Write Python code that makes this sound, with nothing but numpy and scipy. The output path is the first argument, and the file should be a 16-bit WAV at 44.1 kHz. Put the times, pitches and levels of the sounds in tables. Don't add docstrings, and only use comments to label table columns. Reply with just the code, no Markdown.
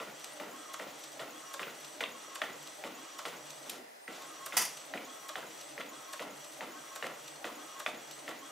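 import sys
import numpy as np
from scipy import signal
from scipy.fft import rfft, irfft, next_fast_len
from scipy.io import wavfile
from scipy.ndimage import uniform_filter1d

SR = 44100
rng = np.random.default_rng(int(sys.argv[2]) if len(sys.argv) > 2 else 0)


def persist_wave(psi):
    counts = np.round(np.clip(psi, -1, 1) * 32767).astype(np.int16)
    wavfile.write(sys.argv[1], SR, np.atleast_2d(counts).T)


def how_loud(loudness_db):
    steps = np.asarray(loudness_db, float) / 20
    return 10 ** steps


N = 375291
t = np.arange(N) / SR

# start in seconds, then knock, rattle, settling thump and thud in dB.
TURNS = [(0.0014, -26.5, -44, -49.5, -43), (0.399, -28, -43, -48.5, -43),
         (0.7947, -31, -42.5, -50.5, -43.5), (1.1946, -28, -43, -56, -41.5),
         (1.595, -24, -41.5, -46.5, -44), (2.0067, -17.5, -40.5, -51, -44),
         (2.4175, -14.5, -41.5, -50, -43), (2.8384, -26.5, -42.5, -53.5, -43),
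         (3.2533, -20.5, -39, -48, -44.5), (4.0792, -38, -46, -56, -44.5), (4.526, -27, -39, -46.5, -47),
         (4.9381, -24, -46.5, -54, -41), (5.3564, -23, -43, -49.5, -45), (5.779, -40, -45.5, -54.5, -44),
         (6.195, -25.5, -44, -47, -42), (6.6079, -31, -44, -54, -41), (7.026, -23.5, -42.5, -52, -40.5),
         (7.444, -21.5, -41.5, -58, -45.5), (7.8626, -15.5, -41, -48, -43),
         (8.2789, -28.5, -43.5, -68, -41.5)]
TURN_S = np.array(TURNS)[:, 0]
# time in seconds, level in dB.
LATCH = [(0.739, -26.5), (1.5393, -25), (2.3543, -26), (3.188, -26), (4.461, -26), (5.2893, -25),
         (6.132, -25.5), (6.9586, -25.5), (7.7983, -26)]
# time in seconds, level in dB, 60 dB decay time in seconds.
CLACK = [
    (4.5704, -11.5, .025),
    (4.578, -12, 0.026),
    (4.586, -20, 0.034),
    (4.598, -27, .03),
    (4.617, -20, .03),
    (4.625, -22, 0.024),
    (4.652, -23, 0.049),
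    (4.567, -31, .02),
]
# frequency in Hz, level in dB per Hz.
KNOCK = [(120, -60), (200, -44), (579, 4), (1590, 2), (2440, -0.5), (3500, 1.5), (4220, -7), (6590, -21),
         (12000, -30), (15600, -61), (22000, -120)]
# frequency in Hz, level in dB.
ECHO_COLOUR = [(100, -6), (800, -2), (1500, 0), (6500, 0), (10000, -3), (16000, -10)]

PAUSE_S = 3.70
MOTOR_HZ = 292.3
JET_DELAY_S = .1118
TURNED_S, TURNED_DB = 3.25, -5.5
BUMP_CONTACT = 3.0


def shape(points, size):
    hz, db = np.transpose(points)
    return how_loud(np.interp(np.log(np.fft.rfftfreq(size, 1 / SR) + 1), np.log(hz), db))


def colour(x, points, size=8192):
    ceps = irfft(np.log(shape(points, size)))
    ceps[1:size // 2] *= 2
    ceps[size // 2 + 1:] = 0
    taps = irfft(np.exp(rfft(ceps)))[:size // 4]
    return signal.fftconvolve(x, taps / np.sqrt(np.sum(taps ** 2)))[:N]


def resonate(x, hz, width_hz):
    return signal.lfilter(*signal.iirpeak(hz, hz / width_hz, SR), x)


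def walk(rate):
    count = int(t[-1] * rate) + 2
    return 1.22 * np.interp(t * rate, np.arange(count), rng.standard_normal(count))


def grit(spread_db):
    x = rng.standard_normal(N) * how_loud(spread_db * rng.exponential(size=N))
    return x / x.std()


def bursts(times, dbs, rise, hold, t60):
    out = np.zeros(N)
    count = len(times)
    for s, db, fall in zip(times, np.broadcast_to(dbs, count), np.broadcast_to(t60, count)):
        now = slice(max(int((s - rise) * SR), 0), int((s + hold + fall) * SR))
        late = t[now] - s
        out[now] += how_loud(db - 60 * np.maximum(late - hold, 0) / fall) * np.clip(1 + late / rise, 0, 1)
    return out


def tail(x, t60):
    s = np.arange(int(t60 * SR)) / SR
    taps = rng.standard_normal(len(s)) * how_loud(-60 * s / t60)
    return signal.fftconvolve(x, taps / np.sqrt(np.sum(taps ** 2)))[:N]


def whistle(hz, db):
    return np.sqrt(2) * how_loud(db + 2.0 * walk(22)) * np.sin(2 * np.pi * hz * t)


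def wander(width_hz):
    return walk(width_hz) + 1j * walk(width_hz)


def drone(hz, width_hz, db):
    return how_loud(db) * (wander(width_hz) * np.exp(2j * np.pi * hz * t)).real


def motion():
    # time in seconds, share of full speed.
    speed_up = [(-.07, .1), (-.004, .77), (.006, .78), (.02, .88), (.04, .96), (.065, 1)]
    brake_s = .035
    stroke = np.maximum(np.searchsorted(TURN_S, t) - 1, 0)
    ends = np.append(TURN_S[1:], t[-1] + 1)
    ends = np.where((TURN_S < PAUSE_S) & (ends > PAUSE_S), PAUSE_S, ends)
    since_turn = t - TURN_S[stroke]
    since = since_turn - JET_DELAY_S
    brake = np.clip((ends[stroke] + .02 - t) / brake_s, 0, 1)
    old_stroke = np.clip(.6 - since_turn / brake_s, 0, 1)
    speed = np.maximum(np.interp(since, *np.transpose(speed_up)) * brake, old_stroke)
    return speed, since, stroke % 2


def whine(speed, since, back):
    # multiple of the motor rate, width in Hz, level out and
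    # level back in dB, time of the swell out and back in seconds after the nozzles start.
    partials = [(0.499, 27, -70, -77, 0.082, 0.096), (1.059, 60, -66, -65.5, 0.008, 0.078),
                (2.056, 110, -64.5, -69.5, 0.163, 0.13), (4.31, 170, -67.5, -60.5, 0.14, 0.13),
                (6.7, 170, -68.5, -68, 0.205, 0.215), (5.39, 32, -95, -68, .1, 0.042),
                (9.82, 47, -72.5, -70, 0.14, 0.17), (11.39, 320, -68, -64, 0.092, 0.056),
                (14.74, 90, -72, -76, 0.14, 0.26), (19.94, 400, -65.5, -62, 0.13, 0.168),
                (20.47, 510, -64.5, -73, 0.13, 0.1), (23.5, 550, -86, -70, 0.28, 0.11),
                (25.1, 1100, -67.5, -67.5, 0.125, 0.24), (27.16, 580, -63, -65, 0.176, 0.084),
                (30.1, 120, -67.5, -69.5, 0.23, 0.11)]
    swell_db, swell_s, drift_per_s = 4.5, 0.026, .12
    phase = 2 * np.pi * np.cumsum(MOTOR_HZ * speed) / SR
    rail_phase = 2 * np.pi * MOTOR_HZ * t
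    climb = drift_per_s * np.clip(since - .15, -.2, .2) * (1 - 2 * back)
    drift = 2 * np.pi * np.cumsum(MOTOR_HZ * speed * climb) / SR
    out = 0
    for k, width_hz, out_db, back_db, out_s, back_s in partials:
        swell = swell_db * np.exp(-((since - np.where(back, back_s, out_s)) / swell_s) ** 2)
        turning = (rail_phase if 19 < k < 21 else phase) + drift * (width_hz > 200)
        steady = .8 * (k > 29)
        tone = (steady + wander(width_hz)) * np.exp(1j * k * turning)
        out = out + how_loud(np.where(back, back_db, out_db) + swell) * tone.real
    return out * uniform_filter1d(how_loud(-40 * (1 - speed)) * (speed > .62), size=400)


def nozzles(speed):
    multiple, octave_db, rise_db = 30, -6, -71
    out_db, back_db, stop_db, t60_s = -54.5, -51.5, -61, .04
    phase = multiple * 2 * np.pi * np.cumsum(MOTOR_HZ * speed) / SR
    chirp = np.sin(phase) + how_loud(octave_db) * np.sin(2 * phase) * (speed < .93)
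    quiet = [9, 10]
    starts = np.delete(TURN_S + JET_DELAY_S, quiet)
    start_db = np.delete(np.where(np.arange(len(TURN_S)) % 2, back_db, out_db), quiet)
    sung = bursts(starts, start_db, 0.0042, 0.0046, t60_s)
    sung = sung + bursts(TURN_S[1:] - .008, stop_db, 0.0072, 0.015, t60_s)
    chirp = chirp * sung * how_loud(2.0 * walk(300) + 0.5)
    rising = bursts(starts + 0.011, rise_db, .006, .014, .03) * how_loud(3 * walk(150)) * np.sin(2 * phase)
    return chirp * np.clip(3 * speed - .3, 0, 1) + rising * (speed < .93)


def rail(speed):
    # frequency in Hz, level in dB per Hz.
    rub_colour = [(59, -63), (100, -51), (140, -12), (295, -5), (365, -5), (397, -0.5), (816, 0.5),
                  (1100, -0.5), (1950, -7.5), (3310, -6.5), (5390, -11.5), (5860, -8.5), (6380, -9.5),
                  (8060, -13), (15900, -37)]
    air_colour = [(5470, -12.5), (9300, -6), (11500, -5), (14100, -8.5), (15900, -11)]
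    # time in seconds, change in dB.
    parking = [
        (3.64, -6),
        (3.72, 0.5),
        (3.77, -3),
        (3.83, -16),
        (3.92, -18),
        (4.07, -28),
        (4.13, -2),
        (4.23, -4),
        (4.32, -6.5),
    ]
    load_db = np.interp(t, *np.transpose(parking))
    slow = uniform_filter1d(1 - speed, size=2000)
    rub = colour(grit(spread_db=1.5), rub_colour)
    low, upto = (signal.sosfilt(signal.butter(3, hz, fs=SR, output="sos"), rub) for hz in (3000, 9500))
    air = colour(grit(spread_db=2.0), air_colour) * how_loud(-1.5 * (t < TURNED_S) + 1.2 * walk(9))
    out = 0
    for band, db, slow_db, flicker_db in ((low, -50.5, -5.5, 1.5), (upto - low, -48.5, -3, 1.2),
                                          (air, -58, -2.5, 1.5)):
        level_db = db + load_db + slow_db * slow + flicker_db * walk(60)
        out = out + band / band.std() * how_loud(level_db)
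    return out


def panel_hum(since, back):
    hz, width_hz, rise_s, t60_s = 1086, 60, 0.022, 0.12
    starts, ends = TURN_S[1::2], TURN_S[::2]
    level = how_loud(-61) * uniform_filter1d(1. * back * (since > 0), size=1500)
    level = level + bursts(starts + .15, -55, rise_s, 0.0065, t60_s)
    level = level + bursts(ends[1:] - .102, -53, rise_s, 0.0085, t60_s)
    level = level + bursts(ends - .07, -57, 0.028, 0.051, t60_s)
    waver = .9 + .35 * wander(width_hz)
    return level * (waver * np.exp(2j * np.pi * hz * t)).real


def groans():
    # frequency in Hz, width in Hz, level in dB.
    belt = [(296, 80, -60), (598, 120, -54), (797, 130, -60)]
    rundown = [(242, 80, -60), (409, 200, -57), (680, 250, -59)]
    far = np.delete(TURN_S[1::2], 4)
    braking = np.append(far, PAUSE_S - .03) - .015
    latch_s = np.array(LATCH)[:, 0]
    out = bursts(braking, 0, 0.082, 0.017, 0.11) * sum(drone(*row) for row in belt)
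    shell = drone(hz=600, width_hz=150, db=-53)
    chest = drone(hz=290, width_hz=110, db=-58)
    out = out + bursts(latch_s + 0.0051, 0, .008, 0.0091, 0.19) * shell
    out = out + bursts(far + 0.048, 0, .04, 0.13, .25) * chest
    return out + bursts([3.755], 0, 0.15, 0.042, 0.37) * sum(drone(*row) for row in rundown)


def case(x):
    # frequency in Hz, width in Hz, level in dB.
    modes = [(146, 30, -11), (215, 40, -4), (290, 50, -2), (515, 130, -1), (720, 110, -2), (1085, 120, 0),
             (1400, 140, -2), (1930, 250, -1), (2700, 400, -3)]
    return x + sum(how_loud(db + 2.5 * walk(6.7)) * resonate(x, hz, width_hz) for hz, width_hz, db in modes)


def blows(times, dbs, points, contact):
    x = bursts(times, dbs - 6, .001, .0015, .03) * grit(1.5)
    x[(times * SR).astype(int)] += contact * how_loud(dbs)
    return colour(x, points)


def chatter(s, rattle_db):
    chance = rng.random((len(s), 8))
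    times = s[:, None] + .006 + .065 * (np.arange(4) + chance[:, :4]) / 4
    dbs = rattle_db[:, None] - 1 - 8 * chance[:, 4:] - 40 * (times - s[:, None])
    return blows(times.ravel(), dbs.ravel(), KNOCK, BUMP_CONTACT)


def cracks(rows, cycles, gain_db):
    out, late = np.zeros(N), np.arange(1200) / SR
    for s, db, hz in rows:
        turned = late * hz
        ring = turned / cycles * np.exp(1 - turned / cycles) * np.sin(2 * np.pi * turned)
        out[int((s + .0005) * SR):][:1200] += how_loud(db + gain_db) * ring
    return out


def paper_feed():
    # frequency in Hz, level in dB per Hz.
    feed_colour = [(40, -69), (85, -42), (120, -43), (231, -18.5), (472, 2), (1260, 1.5), (1400, 3),
                   (1510, -13), (2140, -2), (2420, -20), (3030, -3.5), (4120, -9), (7770, -10),
                   (15900, -22)]
    thump_colour = [(59, -67), (110, -12.5), (191, 0), (490, 2.5), (800, -1), (1110, -9.5), (1380, -4),
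                    (1630, -12), (2030, -7), (4000, -18.5), (5200, -40), (8800, -120)]
    bump_colour = [(180, -31), (300, -19), (1110, -1), (1660, -3.5), (3380, 1), (4500, -12), (6080, -31),
                   (12000, -48), (15600, -73), (22000, -120)]
    # time in seconds, level in dB.
    bumps = [(1.6318, -23.5), (2.0383, -19), (2.438, -38), (2.4764, -50.5), (4.9602, -50), (4.9756, -30),
             (5.808, -26), (5.813, -28.5), (6.2156, -34), (6.6283, -34), (7.042, -47), (7.0656, -37),
             (7.8748, -42), (7.9438, -47), (8.313, -35)]
    # time in seconds, level in dB.
    park = [
        (3.719, -38.5),
        (3.778, -52),
        (3.829, -54),
    ]
    # time in seconds,
    # level in dB, pitch in Hz.
    gear_cracks = [(0.4002, -37, 2310), (0.7959, -37, 1910), (0.798, -33, 1930), (1.1938, -38, 1910),
                   (1.5938, -30, 1960), (1.6301, -28.5, 2370), (2.0059, -27, 1920), (2.0086, -27, 2120),
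                   (2.012, -36, 1020), (2.0377, -22.5, 3320), (2.4171, -26, 2400), (2.4374, -33, 1910),
                   (2.4758, -42, 1976), (2.8387, -35, 2220), (2.846, -38, 3200), (3.2545, -36, 1980),
                   (4.0785, -32.5, 1954), (4.0805, -37, 1930), (4.5231, -31, 2180), (4.5775, -18, 6970),
                   (4.9376, -30, 1930), (4.9749, -29.5, 2384), (5.3553, -29, 1823), (5.7783, -31, 2000),
                   (5.8072, -33, 2120), (6.1948, -31.5, 1913), (6.6072, -31, 1940), (6.609, -36, 3300),
                   (7.0254, -32, 1798), (7.0429, -27, 1940), (7.0654, -32, 2280), (7.443, -46, 1780),
                   (7.8619, -18.5, 2460), (7.8759, -33, 1865), (8.2789, -32, 2064), (8.3125, -37, 1900)]
    gear_taps = [(0.0269, -43, 980), (0.0722, -45, 1350.0), (0.4085, -41, 850.0), (0.4322, -43, 930),
                 (0.4893, -41, 710.0), (0.8496, -55, 1310.0), (0.8669, -49, 1160.0), (0.8812, -46, 1040.0),
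                 (1.205, -56, 1300.0), (1.2232, -44, 1970.0), (1.6134, -43, 1040), (1.6694, -45, 1080),
                 (1.6805, -39, 1450), (2.0286, -32, 1990), (2.0588, -37, 2250), (2.4844, -43, 1100.0),
                 (2.4917, -45, 1060.0), (2.8616, -43, 1170.0), (2.875, -49, 716), (2.9039, -48, 840.0),
                 (3.3293, -43, 980), (3.3388, -45, 1100), (4.1078, -42, 2010.0), (5.0114, -45, 1040.0),
                 (5.384, -40, 1020.0), (5.4088, -45, 1140.0), (5.4275, -42.5, 1590), (5.435, -43, 937),
                 (5.8724, -50, 886), (6.2245, -41.5, 1026), (6.2485, -42.5, 750), (6.2642, -48, 1070),
                 (6.6492, -45, 2120.0), (6.6705, -48, 2150), (6.6898, -44, 1090), (7.0532, -39, 730),
                 (7.0972, -43, 1110), (7.114, -43, 980), (7.4697, -40, 1770), (7.4895, -43, 1004),
                 (7.4993, -43, 1060), (7.5152, -46.5, 711), (7.8866, -33, 710.0), (8.3222, -44, 712)]
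    s, knock_db, rattle_db, thump_db, thud_db = np.transpose(TURNS)
    rattle = bursts(s + 0.0038, rattle_db, 0.0063, 0.029, 0.093) * how_loud(1.5 * walk(120) - 0.5)
    thump = bursts(s + 0.072, thump_db, 0.0072, 0.0026, 0.46)
    thump = thump + bursts(s + 0.014, thud_db, 0.016, 0.0021, 0.35)
    thump = thump + bursts(*np.transpose(park), 0.0097, 0.022, 0.38) * how_loud(-9.5)
    knocks = blows(s, knock_db, KNOCK, contact=4.0)
    knocks = knocks + blows(*np.transpose(bumps), bump_colour, BUMP_CONTACT)
    hits = how_loud(-6.5) * knocks + chatter(s, rattle_db)
    hits = hits + colour(rattle * grit(3), feed_colour) + colour(thump * grit(1.5), thump_colour)
    boom_hz = 600 * how_loud(1.6 * rng.standard_normal(len(s)))
    booms = zip(s + .005, thud_db, boom_hz)
    teeth = cracks(gear_cracks, cycles=0.91, gain_db=1) + cracks(gear_taps, cycles=1.68, gain_db=0.5)
    return how_loud(-6.0) * case(hits) + teeth + cracks(booms, cycles=1.7, gain_db=3)


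def clack():
    # frequency in Hz, level in dB per Hz.
    sheet_colour = [(40, -79), (110, -13), (250, -14), (520, -12), (780, -2), (1100, -5), (1550, -7.5),
                    (2050, -2.5), (3300, -6.5), (4050, -13), (4700, -2), (5900, -2), (7200, -5.5),
                    (10500, -0.5), (15900, -8.5)]
    # frequency in Hz, width in Hz, level in dB.
    tray = [(760, 250, 2), (1017, 80, -2), (1976, 90, 0), (2640, 200, -6), (3494, 120, -3), (4900, 150, -2),
            (5884, 100, 2), (6487, 100, 0)]
    s, db, t60 = np.transpose(CLACK)
    snaps = bursts(s, db - 9, .003, .001, t60) * grit(1.5)
    rustle = bursts(s[:1], -32.5, .003, .03, 0.26) * grit(2.0)
    sheet = colour(snaps + colour(rustle, ECHO_COLOUR), sheet_colour)
    ring = sum(how_loud(db) * resonate(sheet, hz, width_hz) for hz, width_hz, db in tray)
    return how_loud(-2.2) * (sheet + ring)


def ticks():
    # time in seconds, level in dB, panel level relative to it in dB.
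    stray = [
        (2.008, -35.5, 12),
        (3.2836, -42, 0),
        (3.6965, -27.5, -26),
        (4.22, -39, -3),
    ]
    # time in seconds, level in dB.
    cable = [(0.242, -35.5), (1.038, -35), (1.8456, -36), (2.672, -36), (3.5022, -35.5), (4.7702, -34),
             (5.611, -37), (6.4428, -37), (7.278, -36), (8.11, -37)]
    # frequency in Hz, level in dB per Hz.
    tick_colour = [(1180, -47), (2000, -8), (2700, 1), (3190, -1), (3800, 2.5), (4250, -2), (8660, -2.5),
                   (9610, -12), (11900, -7.5), (15900, -22)]
    latch_body_db, cable_body_db = 7, -6.5
    rows = stray + [(s, db - 5.5, latch_body_db) for s, db in LATCH]
    rows = rows + [(s, db + 1.2, cable_body_db) for s, db in cable]
    for lag_s, db in ((-0.036, -43), (0.079, -43.5)):
        rows = rows + [(row[0] + lag_s, db, cable_body_db) for row in cable]
    rows = rows + [(row[0] + 0.0806, row[2] - 5, latch_body_db) for row in TURNS]
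    s, db, body_db = np.transpose(rows)
    swell = bursts(s + .0025, db - 10.5, .006, .001, .028)
    panel = bursts(s + 0.0035, db + body_db - 1.5, 0.0041, 0.0023, .045) * grit(2.0)
    return colour(swell * grit(2.2), tick_colour) + resonate(panel, 1150, 1150 / 3.0)


def spits():
    # time in seconds, level in dB.
    bright_spits = [(0.1959, -46), (0.3324, -47), (0.7346, -54), (0.992, -44), (1.1274, -47), (1.7997, -45),
                    (2.6268, -45.5), (3.457, -51), (3.696, -29), (4.4607, -29), (5.5653, -53), (6.3972, -51),
                    (6.5324, -49), (7.2334, -54)]
    # frequency in Hz, level in dB per Hz.
    spit_colour = [(3000, -37), (8000, -1), (10000, -3), (13500, -2), (15200, -9), (16500, -39)]
    s, db = np.transpose(bright_spits + [(at - 0.0054, db - 13.5) for at, db in LATCH])
    return colour(bursts(s + .001, db - 9, .0015, .001, .02) * grit(1.5), spit_colour)


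def electronics(since, back):
    # frequency in Hz, level in dB.
    hold = [(10810, -75), (11246, -75), (14271, -76), (14702, -68), (15132, -69.5)]
    # start and end in seconds, frequency in Hz, level in dB.
    idle = [
        (3.5, 4.06, 4990, -75),
        (3.78, 3.99, 11240, -76),
        (3.82, 4.0, 9948, -83),
        (4.02, 4.1, 8770, -66),
        (3.8, 4.07, 1995, -72),
        (4.14, 4.21, 11240, -78),
    ]
    waiting = uniform_filter1d(1. * ((since > -.1) & (since < 0) & (abs(t - 4.35) > .35)), size=900)
    waiting = waiting * how_loud(-4 * back * (t < TURNED_S) + 1.6 * walk(25))
    parked = 0
    for a, b, hz, db in idle:
        parked = parked + np.interp(t, [a - .01, a, b, b + 0.019], [0, 1, 1, 0]) * whistle(hz, db)
    beam = how_loud(TURNED_DB * (t > TURNED_S))
    return waiting * sum(whistle(hz, db) * (beam if hz > 14500 else 1) for hz, db in hold) + parked


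def swoops():
    top_hz, fall_hz_per_s = 15750, 36000
    starts = TURN_S[1:] - .014
    late = t - starts[np.maximum(np.searchsorted(starts, t) - 1, 0)]
    phase = 2 * np.pi * np.cumsum(top_hz - fall_hz_per_s * np.clip(late, 0, .03)) / SR
    flutter = how_loud(3 * walk(150) + TURNED_DB / 2 * (t > TURNED_S))
    return bursts(starts, -67, .004, .022, .03) * flutter * np.sin(phase)


def echoes(hits):
    return how_loud(-7.5) * colour(tail(hits, 0.36), ECHO_COLOUR)


def port_difference(printer, snap):
    # frequency in Hz, side relative to mid in dB.
    width = [(60, -37), (300, -22), (700, -12.5), (2400, -17), (6000, -15.5), (9000, -14.5), (15000, -13.5)]
    # frequency in Hz, level in dB per Hz.
    around = [(15, -53), (25, -25), (70, -30), (161, -25.5), (404, -9.5), (543, -10), (712, 5), (1010, -10),
              (1190, -8), (1480, -9.5), (5850, -22), (15900, -46)]
    size = next_fast_len(N)
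    late = tail(np.roll(printer, int(.006 * SR)), .12)
    side = irfft(rfft(late, size) * shape(width, size), size)[:N]
    side = side + how_loud(-21) * tail(snap, .03) + how_loud(-55) * colour(rng.standard_normal(N), around)
    edge = signal.sosfilt(signal.butter(2, 8000, "high", fs=SR, output="sos"), snap)
    first = bursts([CLACK[0][0] - .002], 2, .003, 0.0033, 0.035)
    return side + tail(edge * first, 0.0037)


def room():
    # frequency in Hz, level in dB per Hz.
    room_colour = [(15, -70), (25, -42), (150, -24), (400, -9), (760, -8), (1200, -16), (1900, -10),
                   (3000, -20), (5000, -19), (9000, -22), (15900, -26)]
    return how_loud(-58) * colour(rng.standard_normal(N), room_colour)


def scene():
    speed, since, back = motion()
    snap = clack()
    hits = paper_feed() + ticks() + spits() + snap
    steady = whine(speed, since, back) + nozzles(speed) + rail(speed) + panel_hum(since, back)
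    steady = steady + groans() + electronics(since, back) + swoops()
    printer = hits + echoes(hits) + steady
    mid = printer + room()
    side = port_difference(printer, snap)
    return np.array([mid + side, mid - side])


def roll_off(x):
    return signal.sosfilt(signal.butter(12, 15830, fs=SR, output="sos"), x)


def record(dry):
    thin = signal.sosfilt(signal.butter(1, 110, "high", fs=SR, output="sos"), dry)
    dull = signal.sosfilt(signal.ellip(10, .3, 80, 15600, fs=SR, output="sos"), thin)
    return roll_off(dull)


dry = scene()
out = record(dry)
persist_wave(out)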